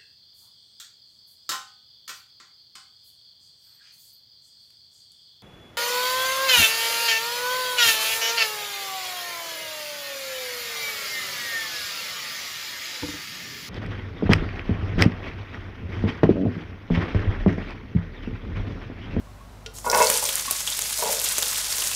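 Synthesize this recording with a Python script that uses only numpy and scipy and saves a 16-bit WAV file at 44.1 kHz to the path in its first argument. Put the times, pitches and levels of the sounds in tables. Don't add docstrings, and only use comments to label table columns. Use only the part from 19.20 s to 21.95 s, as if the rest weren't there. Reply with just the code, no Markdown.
import sys
import numpy as np
from scipy import signal
from scipy.io import wavfile

SR = 44100
rng = np.random.default_rng(int(sys.argv[2]) if len(sys.argv) > 2 else 0)


def log_audio(samples):
    frames = np.atleast_2d(samples).T
    limited = np.clip(frames, -1, 1)
    pcm = np.round(limited * 32767).astype(np.int16)
    wavfile.write(sys.argv[1], SR, pcm)


N = 121275
T = np.arange(N) / SR

# pitch in Hz, relative level in dB, seconds to fall by 60 dB.
PAN_MODES = [(443.5, -2.5, 0.32), (515.4, -3.5, 0.23), (535.7, -7, 0.44), (574, -3, 0.15),
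             (631, -3.5, 0.092), (691, -9, 0.17), (886, -6, .2), (971.6, 1.5, 0.064), (990, -4.5, 0.045),
             (1055.5, -10.5, 0.1), (1102, -4, 0.13), (1424, -5.5, 0.22), (1480, -6.5, 0.29),
             (2193, -8.5, 0.12), (2640, -7.5, 0.11)]


def from_db(db):
    return 10 ** (np.asarray(db) / 20)


def rms_one(x):
    return x / np.sqrt(np.mean(x ** 2) + 1e-20)


def peak_at(x, db):
    return from_db(db) * x / np.abs(x).max()


def at_hz(points, hz):
    freqs, db = np.transpose(points)
    return np.interp(np.log(hz), np.log(freqs), db)


def band(x, hz, width):
    edges = [hz / width, min(hz * width, .47 * SR)]
    return signal.sosfilt(signal.butter(2, edges, "band", fs=SR, output="sos"), x + 1e-18)


def cut(x, kind, hz, order):
    return signal.sosfilt(signal.butter(order, hz, kind, fs=SR, output="sos"), x + 1e-18)


def drift(rate_hz):
    step, settle = 40, 2000
    r = np.exp(-2 * np.pi * rate_hz * step / SR)
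    white = rng.standard_normal(N // step + settle + 2)
    slow = signal.lfilter([1], [1, -2 * r, r * r], white)[settle:]
    return np.interp(np.arange(N) / step, np.arange(len(slow)), rms_one(slow))


def ring(force, modes):
    out = 0
    for k, (hz, db, t60) in enumerate(modes):
        r, w = np.exp(-np.log(1000) / (t60 * SR)), 2 * np.pi * hz / SR
        mode = signal.lfilter([0, np.sin(w)], [1, -2 * r * np.cos(w), r * r], force + 1e-18)
        out = out + (-1) ** k * from_db(db) * mode
    return out


def noise(spectrum):
    white = rng.standard_normal((2, N))
    centres = np.geomspace(28, 14336, 19)
    return rms_one(sum(from_db(at_hz(spectrum, hz)) * band(white[k % 2], hz, 2 ** .25)
                       for k, hz in enumerate(centres)))


def burst(decay_s, size=4096):
    return rng.standard_normal(size) * np.exp(-np.arange(size) / (decay_s * SR))


def place(start, sound):
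    return np.pad(sound, (int(start * SR), N))[:N]


def background():
    # pitch in Hz, rms level in dB before the dip.
    hum_tones = [(49.3, -46.5), (66.5, -58.5), (99.5, -52)]
    # frequency in Hz, relative noise density in dB.
    air_spectrum = [(25, -30), (50, -2), (110, 2.5), (170, 0), (240, -4), (380, -11), (650, -7),
                    (1100, -11), (2000, -18.5), (7000, -26.5), (15000, -34)]
    hum = sum(np.sqrt(2) * from_db(db + .5 * drift(3)) * np.sin(2 * np.pi * (hz * T + rng.random()))
              for hz, db in hum_tones)
    dip_db = np.interp(T, [.75, 1.05], [0, -6])
    return (hum + from_db(-48.5) * noise(air_spectrum)) * from_db(dip_db)


def spatula():
    # start in seconds, strength in dB.
    knocks = [(0.069, -47.5), (.208, -44), (1.278, -26)]
    # pitch in Hz, relative level in dB, seconds to fall by 60 dB.
    plate_modes = [(251, -16.5, 0.13), (1040, -6, 0.065), (1110, -0.5, 0.19), (1226, -19, 0.073),
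                   (1830, -15, 0.15)]
    force = sum(place(start, [from_db(db)]) for start, db in knocks)
    return ring(force, plate_modes)


def stray_piece():
    # start in seconds, peak of the tick in dB.
    strays = [(0.4615, -25)]
    tick = sum(place(start, peak_at(band(burst(.005), hz=3760, width=1.45), db)) for start, db in strays)
    force = sum(place(start, [1]) for start, _ in strays)
    return tick + from_db(-37.5) * ring(force, [PAN_MODES[0], PAN_MODES[11]])


def sizzle():
    # time in seconds, level in dB.
    vigour = [(.528, -89), (.54, -46), (.58, -41.5), (.635, -49.5), (.655, -34), (.69, -38), (.75, -26.5),
              (.88, -25.5), (1.05, -28), (1.28, -31), (1.58, -30.5), (1.76, -30), (1.87, -26.5),
              (2.02, -27), (2.26, -28.5), (2.75, -28.5)]
    # frequency in Hz, relative noise density in dB.
    spectrum = [(250, -8), (500, -12.5), (1000, -5), (2000, -5.5), (3200, -2), (5000, 0), (7500, 2),
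                (11000, -2), (15500, -14)]
    bubbles_per_s, spread_db, largest_db = 9000, 2.5, 15
    pitches = np.geomspace(500, 14500, 18)
    shares = np.sqrt(pitches) / np.sqrt(pitches).sum()
    crackle = 0
    for hz, share in zip(pitches, shares):
        bursts = rng.random(N) < bubbles_per_s * share / SR
        size_db = np.minimum(spread_db * rng.exponential(1, N), largest_db)
        clicks = bursts * from_db(size_db) * rng.choice([-1, 1], N)
        ticks = rms_one(band(clicks, hz, width=1.347))
        band_db = at_hz(spectrum, hz) + 3.3 * drift(39)
        crackle = crackle + from_db(band_db) * np.sqrt(hz) * ticks
    fry = from_db(-.5) * rms_one(crackle) + from_db(-5.5) * noise(spectrum)
    thin = cut(fry, "high", hz=4200, order=2)
    fullness = np.interp(T, [.59, .78], [0, 1])
    level_db = np.interp(T, *np.transpose(vigour)) + 1.5 * drift(40)
    return from_db(level_db) * (fullness * fry + (1 - fullness) * thin)


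def spits():
    # start in seconds, peak in dB, pitch in Hz, decay in seconds, gain of the crack in dB.
    drops = [(0.585, -24.5, 6960, .004, -3), (.699, -9, 5300, 0.0017, -12), (0.715, -9, 6100, .002, -8),
             (0.7487, -7.5, 5740, 0.00067, -3), (0.7776, -20, 9600, 0.00083, -13),
             (.821, -9, 5470, 0.0014, -29), (.8267, -4, 7000, 0.00086, -4),
             (0.8445, -7, 7200, 0.00069, -10), (0.87, -8.5, 5130, 0.0029, -17),
             (.900, -4, 7740, 0.0021, -2), (.9749, -3.5, 8800, 0.0004, -16),
             (1.0403, -10.5, 9500, 0.00086, -13), (1.054, -8, 6700, 0.00061, -14),
             (1.089, -12.5, 2900, 0.0064, -5), (1.1555, -2, 9000, 0.00062, -23),
             (1.197, -13.5, 6300, .001, -14), (1.310, -7.5, 10800, 0.002, -5.5),
             (1.4739, -12.5, 6700, 0.0028, -9), (1.5021, -12.5, 8850, 0.0013, -26),
             (1.591, -7, 8800, 0.0014, -4.5), (1.6208, -10.5, 7400, 0.0013, -7.5),
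             (1.7002, -14, 10200, .0004, -13), (1.823, -17, 2000, 0.0068, -5),
             (1.9285, -7, 9450, 0.00033, -8), (1.999, -8.5, 9750, 0.00042, -25),
             (2.016, -8, 10500, 0.00071, -8), (2.042, -10, 9900, 0.00095, -18),
             (2.0458, -6.5, 6760, .0006, -9), (2.0878, -7.5, 7900, 0.001, -20),
             (2.0948, -15, 7300, .001, -16), (2.1077, -27, 9800, 0.00055, -12),
             (2.1568, -23, 5400, .0015, -20), (2.183, -4, 8000, 0.00084, -3),
             (2.1882, -9.5, 8000, 0.0011, -12), (2.225, -4.5, 6960, 0.001, -3),
             (2.229, -7, 4400, 0.0014, -9), (2.358, -18.5, 3260, 0.0018, -3),
             (2.5831, -11.5, 6060, 0.00087, -1.5), (2.622, -16.5, 3020, 0.0028, -7),
             (2.7154, -14, 5860, 0.00075, -3)]
    pops, kicks = 0, 0
    for start, db, hz, decay_s, crack_db in drops:
        puff = burst(decay_s)
        snap = band(puff, hz, width=1.328)
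        crack = from_db(crack_db) * band(puff, hz=2340, width=8.6)
        pops = pops + place(start, peak_at(snap + crack, db))
        kicks = kicks + place(start, [from_db(db + crack_db - 33.5)])
    return pops + ring(kicks, PAN_MODES)


def landing_onion():
    # start in seconds, strength in dB, treble cut in Hz.
    clumps = [(.644, -21.5, 1820), (.662, -13, 1650), (.683, -17.5, 1600), (.705, -18.5, 1620),
              (.728, -9.5, 2150), (0.746, -9.5, 1830), (.764, -16, 1650), (0.782, -10.5, 1570),
              (.802, -7, 2800), (.813, -10, 2680), (0.837, -22, 2020), (.860, -17.5, 1500),
              (.893, -20.5, 1210), (.916, -19.5, 1230), (0.95, -23, 1100), (1.024, -20.5, 1290),
              (1.088, -28, 1320), (1.786, -26, 900), (1.821, -15.5, 1710), (1.856, -18, 1000),
              (1.887, -19, 820), (1.921, -24, 600), (1.965, -31.5, 550)]
    # centre in Hz, relative level in dB, width as a ratio.
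    thud_bands = [(565, -1, 1.22), (924, 0, 1.124), (2220, -14, 1.53)]
    pieces_per_s, ring_db, thud_db = 2800, -40, -1
    force = 0
    for start, db, dull_hz in clumps:
        patter = burst(decay_s=.012)
        patter *= rng.random(len(patter)) < pieces_per_s / SR
        patter[0] = 2
        push = cut(patter, "low", dull_hz, order=4)
        midrange_peak = np.abs(band(push, hz=740, width=1.55)).max()
        force = force + place(start, from_db(db) * push / midrange_peak)
    rings = sum(from_db(ring_db + db) * rms_one(band(ring(force, [(hz, 0, t60)]), hz, width=1.116))
                for hz, db, t60 in PAN_MODES)
    thuds = sum(from_db(thud_db + db) * band(force, hz, width) for hz, db, width in thud_bands)
    body = cut(rings + thuds, "high", hz=360, order=4)
    thump = peak_at(band(force, hz=211, width=1.24), db=-31)
    return body + thump


def squeaks():
    # start in seconds, peak in dB, pitch in Hz, decay in seconds.
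    whistles = [(0.7, -17.5, 5430, 0.0058), (.745, -14, 5600, 0.0031), (1.474, -17, 3140, 0.0079),
                (1.523, -24.5, 3530, 0.0087)]
    return sum(place(start, peak_at(band(burst(decay_s), hz, width=1.088), db))
               for start, db, hz, decay_s in whistles)


def kitchen(direct):
    delay_s, echo_db, tail_db, t60_s = .0048, -14.5, -9, .42
    tail = burst(t60_s / np.log(1000), size=16384)
    reverb = signal.fftconvolve(direct, tail / np.linalg.norm(tail))[:N]
    return direct + place(delay_s, from_db(echo_db) * direct + from_db(tail_db) * reverb)


def scene():
    cooking = spatula() + stray_piece() + sizzle() + spits() + landing_onion() + squeaks()
    return (kitchen(cooking) + background())[None]


def record(dry):
    return signal.sosfilt(signal.ellip(12, .1, 90, 15600, fs=SR, output="sos"), dry)


dry = scene()
out = record(dry)
log_audio(out)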